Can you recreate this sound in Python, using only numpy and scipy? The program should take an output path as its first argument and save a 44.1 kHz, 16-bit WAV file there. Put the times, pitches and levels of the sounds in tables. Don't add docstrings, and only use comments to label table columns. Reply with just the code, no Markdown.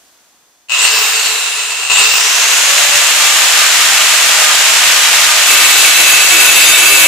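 import sys
import numpy as np
from scipy import signal
from scipy.fft import rfft, irfft
from scipy.io import wavfile

SR = 44100
rng = np.random.default_rng(int(sys.argv[2]) if len(sys.argv) > 2 else 0)


def store_pcm(level_fs):
    pcm = np.round(np.clip(level_fs, -1, 1) * 32767).astype(np.int16)
    wavfile.write(sys.argv[1], SR, np.atleast_2d(pcm).T)


N = 311787
TIME = np.arange(N) / SR
FREQS = np.fft.rfftfreq(N, 1 / SR)

# f/Hz, level/dB
ROOM_TONE = [(18, -46), (30, -14), (108, -15), (284, -4), (431, -6.5), (727, -4.5), (873, -3), (944, -7),
             (1020, -4.5), (2010, -7.5), (2180, -8.5), (6360, -7.5), (15400, -16.5)]
# f/Hz, level/dB
LAMP_BUZZ = [(721.4, -71), (958.2, -68), (2040, -69), (3478, -70), (4560, -79), (5879, -72), (6121, -71),
             (6239, -73), (6358, -75), (6481, -64), (7321, -73), (7682, -79)]
# from t/s, to t/s
TRIGGER_HELD = [(.686, .9985), (1.899, 8)]
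# t/s, level/dB
SLACK_KNOCKS = [(0.684, -3), (0.696, 14.5), (0.7042, 17.5), (0.7191, 20), (0.748, 15), (1.831, 5),
                (1.869, 13), (1.899, 26), (1.9061, 21.5), (1.915, 26)]
# f/Hz, level/dB
CLATTER_SPECTRUM = [(40, -71), (250, -29.5), (400, -18.5), (600, -9.5), (1000, -3.5), (2200, -1.5),
                    (4200, -6), (6000, -4), (8200, -6.5), (9500, -22), (13000, -21), (15500, -18.5)]
# f/Hz, width/Hz, boost/dB
HOUSING_MODES = [(423, 45, 4), (1030, 160, 4), (3980, 810, 6.5), (7290, 950, 7), (8330, 400, 8.5)]
# f/Hz, level/dB
FAN_SPECTRUM = [(88, -70), (150, -19.5), (427, -20), (453, -12.5), (572, -14.5), (606, -9), (1000, -7),
                (1220, -5), (1630, -2.5), (2920, -1.5), (4920, -6.5), (7250, -5), (8980, -11.5),
                (11800, -14.5), (15400, -23.5)]
# t/s, level/dB
ROTOR_HUM = [(2.5, -57), (2.72, -31.5), (2.98, -28.5), (3.1, -40), (5.3, -37.5), (6.0, -41)]
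# multiple, level/dB against the fan air
SHAFT_ORDERS = [(2, -20), (3, -26), (4, -27), (9, -32), (10, -31), (12, -27)]
# f/Hz, level/dB
GRIT_SPECTRUM = [(60, -88), (260, -16.5), (500, -14), (1000, -10), (1600, -8.5), (2700, -2), (4200, -12.5),
                 (5200, -21), (6600, -12.5), (9500, -9.5), (12000, -13), (14500, -19), (15500, -38)]
# f/Hz, width/Hz, boost/dB
SCREECH_MODES = [(2610, 130, 8), (4020, 200, 3), (8045, 90, 8), (10080, 170, 8), (11960, 130, 9),
                 (12400, 220, 5), (14680, 350, 10)]
# f/Hz, level/dB
RING_MODES = [(1475, -30), (2186, -34), (2266, -26), (2622, -27), (2756, -31), (3015, -31), (3321, -33),
              (3644, -30), (3930, -31.5), (4021, -31), (4350, -35), (4753, -31), (6250, -31), (6740, -25),
              (7720, -24.5), (8037, -33), (8290, -37), (8963, -37), (9318, -39), (10072, -32.5),
              (10255, -34), (10621, -38), (11925, -35), (11999, -31), (12500, -40), (14110, -43),
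              (14562, -41)]
# f/Hz, level/dB
TILE_MODES = [(325, -43), (405, -43)]
# f/Hz, spread/Hz, from t/s, to t/s, level/dB
KERF_SQUEALS = [(3935, 45, 5.4, 6.15, -27.5), (4010, 200, 5.66, 6.08, -24.5), (2590, 110, 5.95, 6.7, -21.5),
                (2640, 80, 6.55, 7.2, -23), (3647, 12, 6.48, 6.84, -22), (4754, 12, 6.2, 6.8, -26.5),
                (6251, 15, 6.22, 6.8, -28), (6738, 18, 5.9, 7.2, -28), (10080, 90, 6.3, 7.2, -29)]
# f/Hz, side minus mid level/dB
STEREO_WIDTH = [(60, 9), (110, -21), (200, -8), (380, -12), (700, -12), (1290, -8), (2380, -3.5),
                (4400, -2), (8120, -1.5), (15000, -0.5)]

TOP_RPS, CRITICAL_RPS, CRITICAL_HALF_WIDTH_RPS = 611.3, 336, 42
BITE_S, BAND_EDGE_HZ = 5.45, 15620


def gain_of(db):
    return 10 ** (np.asarray(db) / 20)


def unit_rms(x):
    return x / np.sqrt(np.mean(x ** 2) + 1e-20)


def curve(rows):
    return np.interp(TIME, *np.transpose(rows))


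def ramp(start_s, rise_s):
    return np.clip((TIME - start_s) / rise_s, 0, 1)


def lagging(switch, lag_s):
    keep = np.exp(-1 / (lag_s * SR))
    return np.clip(signal.lfilter([1 - keep], [1, -keep], switch), 0, 1)


def hump(x, centre, half_width):
    return np.exp(-((x - centre) / half_width) ** 2)


def spectrum_db(points, hz=FREQS):
    f, db = np.transpose(points)
    return np.interp(np.log(hz + 1), np.log(f + 1), db)


def boost_db(resonances, hz=FREQS):
    return sum(db / (1 + (2 * (hz - centre) / width) ** 4) for centre, width, db in resonances)


def rolloff_db(ratio, order=2):
    return -10 * np.log10(1 + ratio ** (2 * order))


def drift(hz):
    steps = rng.standard_normal(16384)
    return unit_rms(np.interp(TIME * hz * 2, np.arange(len(steps)), steps))


def fuzzy_tone(angle, spread_hz, rough):
    skirt = drift(spread_hz) * np.cos(angle) + drift(spread_hz) * np.sin(angle)
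    return unit_rms(np.cos(angle) + rough * skirt)


def stereo(mid, side, side_db):
    side = side * gain_of(side_db)
    return np.array([mid + side, mid - side])


def colour(pair, db):
    cepstrum = irfft(np.log(gain_of(db)), N)
    cepstrum[1:N // 2] *= 2
    cepstrum[N // 2:] = 0
    mid, side = rfft(pair) * np.exp(rfft(cepstrum))
    return irfft(stereo(mid, side, spectrum_db(STEREO_WIDTH)), N)


def room(x, t60, wet_db):
    t = np.arange(SR // 2) / SR
    taps = rng.standard_normal((2, len(t))) * (rng.random((2, len(t))) < .05) * (t > .003)
    tail = taps * gain_of(-60 * t / t60)
    tail *= gain_of(wet_db) / np.linalg.norm(tail, axis=1, keepdims=True)
    wet = signal.fftconvolve(np.atleast_2d(x), tail, axes=1)[:, :N]
    return (x + wet) / np.sqrt(1 + gain_of(2 * wet_db))


def workshop(noise_db=-48, fade_db_per_s=9):
    level_db = noise_db - fade_db_per_s * np.minimum(TIME, TRIGGER_HELD[0][0])
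    noise = unit_rms(colour(rng.standard_normal((2, N)), spectrum_db(ROOM_TONE)))
    buzz = sum(gain_of(db) * np.sqrt(2) * np.cos(2 * np.pi * (hz * TIME + 0.71 * rng.random((2, 1))))
               for hz, db in LAMP_BUZZ)
    return noise * gain_of(level_db) + buzz


def shaft(pull_fade_rps=95, drag_per_turn=.00176, cut_sag_rps=7, step=44):
    start_pull, friction = 13800, 17.5
    on = sum((TIME >= start) & (TIME < end) for start, end in TRIGGER_HELD)
    holding = friction + drag_per_turn * TOP_RPS ** 2 - start_pull * np.exp(-TOP_RPS / pull_fade_rps)
    rps, speeds = 0., []
    for powered in on[::step]:
        pull = powered * (holding + start_pull * np.exp(-rps / pull_fade_rps))
        rps = max(rps + (pull - friction - drag_per_turn * rps ** 2) * step / SR, 0)
        speeds.append(rps)
    free_speed = np.interp(TIME, TIME[::step], speeds)
    speed = free_speed - cut_sag_rps * ramp(BITE_S, 0.98)
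    strain = lagging(on, lag_s=.022) ** 2 * np.maximum(1 - free_speed / TOP_RPS, 0)
    return speed, lagging(on, lag_s=.008), strain


def knock_strength(speed, drive, strain, running_db=-18, strain_db=-5.5, coasting_db=-11):
    driven = drive ** 2 * (gain_of(running_db) + gain_of(strain_db) * strain ** 0.93)
    loose = (1 - drive) ** 2 * gain_of(coasting_db) * (speed / CRITICAL_RPS) ** 0.29
    turning = np.minimum(speed / 110, 1)
    shake_db = 4.5 * hump(speed, CRITICAL_RPS, CRITICAL_HALF_WIDTH_RPS)
    return turning * driven * gain_of(shake_db) + loose


def gear_clatter(turns, speed, strain, knock, gear_ratio=3.4, knocks_per_turn=1.8, uneven_db=9,
                 rasp_db=-1, bell_hz=2750, bell_width_hz=310, hard_rps=370):
    hits = rng.random(N) < knocks_per_turn * speed / SR
    sizes = gain_of(uneven_db * np.minimum(rng.exponential(1, N), 3)) * rng.choice([-1, 1], (2, N))
    force = unit_rms(unit_rms(hits * sizes) + gain_of(rasp_db) * rng.standard_normal((2, N)))
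    throb_db = 3.2 * np.cos(2 * np.pi * turns / gear_ratio)
    force *= knock * gain_of(throb_db)
    for at_s, db in SLACK_KNOCKS:
        force[:, round(at_s * SR)] += gain_of(db)
    force = room(force, t60=0.31, wet_db=2.5)
    hardness = .25 + .75 * np.clip(speed / hard_rps, 0, 1) ** 1.3
    clatter = colour(force * hardness, spectrum_db(CLATTER_SPECTRUM) + boost_db(HOUSING_MODES))
    bell_db = 8.5 + np.maximum(rolloff_db(2 * (FREQS - bell_hz) / bell_width_hz, order=3), -90)
    bell = colour(force * gain_of(7 * np.minimum(strain, .5)), bell_db)
    return (clatter + bell) * (speed > 0)


def pinion_whine(turns, speed, drive, strain, teeth=12, flare_hz=4350):
    angle, mesh_hz = 2 * np.pi * teeth * turns, teeth * speed
    whine = fuzzy_tone(angle, spread_hz=290, rough=8)
    whine *= gain_of(-23) * hump(mesh_hz, flare_hz, 700) * (1 - drive + 2 * strain)
    octave = fuzzy_tone(2 * angle, spread_hz=450, rough=8)
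    octave *= gain_of(boost_db(HOUSING_MODES, 2 * mesh_hz) - 20) * drive * hump(speed, 322, 43)
    rasp = fuzzy_tone(angle, spread_hz=950, rough=14)
    rasp *= (speed / TOP_RPS) ** 2.3 * (gain_of(-9) * np.sqrt(strain) + gain_of(-27) * drive)
    return room(whine + octave + rasp, t60=0.055, wet_db=-5)


def airflow(speed, drive, level_db=-7.5, shield_db_per_s=2.1):
    shake_db = 2.5 * drive * hump(speed, CRITICAL_RPS, CRITICAL_HALF_WIDTH_RPS)
    shield_db = shield_db_per_s * np.maximum(TIME - BITE_S, 0)
    return (speed / TOP_RPS) ** 2.26 * gain_of(level_db + shake_db - shield_db)


def fan(turns, air, turns_per_throb=3.8, low_cut_hz=350):
    flutter_db = 0.82 * drift(120) + 0.5 * drift(10) + 0.3 * np.cos(2 * np.pi * turns / turns_per_throb)
    rush = room(gain_of(flutter_db) * rng.standard_normal((2, N)), t60=0.44, wet_db=-7.5)
    shape_db = spectrum_db(FAN_SPECTRUM) + rolloff_db(low_cut_hz / (FREQS + 1))
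    return unit_rms(colour(rush, shape_db)) * air


def tool_body(speed, rumble_top_hz=230, drone_hz=440):
    rumble = unit_rms(colour(rng.standard_normal((2, N)), rolloff_db(FREQS / rumble_top_hz)))
    shake = gain_of(-63 + 10 * hump(speed, CRITICAL_RPS, 11)) * speed / CRITICAL_RPS
    facing = gain_of(curve(ROTOR_HUM) - 14) * (speed / TOP_RPS) ** 2
    drone = fuzzy_tone(2 * np.pi * drone_hz * TIME, spread_hz=25, rough=2.5)
    return rumble * (shake + facing) + drone * gain_of(-38) * hump(speed, 408, 150)


def motor(turns, speed, strain, air, whistle_order=34, flare_hz=14700):
    angle, speed_share = 2 * np.pi * turns, speed / TOP_RPS
    hum = gain_of(curve(ROTOR_HUM)) * fuzzy_tone(angle, spread_hz=9, rough=0.46) * speed_share ** 2
    orders = sum(gain_of(db) * fuzzy_tone(k * angle, spread_hz=8, rough=0.98) for k, db in SHAFT_ORDERS)
    orders *= speed_share ** 8 * air
    whistle_hz = whistle_order * speed
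    in_band = (whistle_hz > 7000) & (whistle_hz < BAND_EDGE_HZ + 500)
    whistle_db = -33 - 12 * (2 * strain) ** 4 + 10 * hump(whistle_hz, flare_hz, 1200)
    whistle = gain_of(whistle_db) * in_band * fuzzy_tone(whistle_order * angle, spread_hz=200, rough=1.7)
    return hum + orders + room(whistle, t60=0.13, wet_db=3)


def disc_pressure(graze_db, graze_s=4.95, rock_hz=3.62, first_push_s=5.57, deepen_db_per_s=2.65):
    graze = gain_of(graze_db) * ramp(graze_s, 0.25)
    rocking_db = 0.9 * np.cos(2 * np.pi * rock_hz * (TIME - first_push_s))
    bite = ramp(BITE_S, 0.046) * gain_of(deepen_db_per_s * (TIME - BITE_S) + rocking_db)
    return np.maximum(bite, graze)


def scraping(level_db=-13, burst_db=5.5, low_cut_hz=220):
    bursts = room(gain_of(burst_db * drift(200)) * rng.standard_normal((2, N)), t60=0.083, wet_db=2)
    shape_db = spectrum_db(GRIT_SPECTRUM) + boost_db(SCREECH_MODES) + rolloff_db(low_cut_hz / (FREQS + 1))
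    return unit_rms(colour(bursts, shape_db)) * gain_of(level_db) * disc_pressure(graze_db=-13)


def ringing(level_db=1):
    modes = np.zeros((2, N))
    for hz, db in list(RING_MODES) + list(TILE_MODES):
        angles = 2 * np.pi * (hz * TIME + rng.random((2, 1)))
        mid, side = (fuzzy_tone(angle, spread_hz=11 + .002 * hz, rough=.85) for angle in angles)
        modes += gain_of(db) * stereo(mid, side, spectrum_db(STEREO_WIDTH, hz) - 2)
    return modes * gain_of(level_db) * disc_pressure(graze_db=-16)


def squeals(swell_s=0.1):
    mid_side = np.zeros((2, N))
    for hz, spread_hz, start, end, db in KERF_SQUEALS:
        swell = gain_of(db) * ramp(start, swell_s) * (1 - ramp(end - swell_s, swell_s))
        angles = 2 * np.pi * (hz * TIME + rng.random((2, 1)))
        mid_side += [swell * fuzzy_tone(angle, spread_hz, rough=1.3) for angle in angles]
    return stereo(*mid_side, side_db=-4)


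def scene(speed_jitter=0.00206):
    speed, drive, strain = shaft()
    turns = np.cumsum(speed * (1 + speed_jitter * drift(40))) / SR
    air, knock = airflow(speed, drive), knock_strength(speed, drive, strain)
    gearbox = gear_clatter(turns, speed, strain, knock) + pinion_whine(turns, speed, drive, strain)
    grinder = gearbox + fan(turns, air) + motor(turns, speed, strain, air) + tool_body(speed)
    return grinder + scraping() + squeals() + ringing() + workshop()


def record(dry, knee=15):
    clipped = dry / (1 + abs(dry) ** knee) ** (1 / knee)
    low_pass = signal.firwin(511, BAND_EDGE_HZ, window=("kaiser", 9), fs=SR)
    return signal.oaconvolve(clipped, low_pass[None], "same")


dry = scene()
out = record(dry)
store_pcm(out)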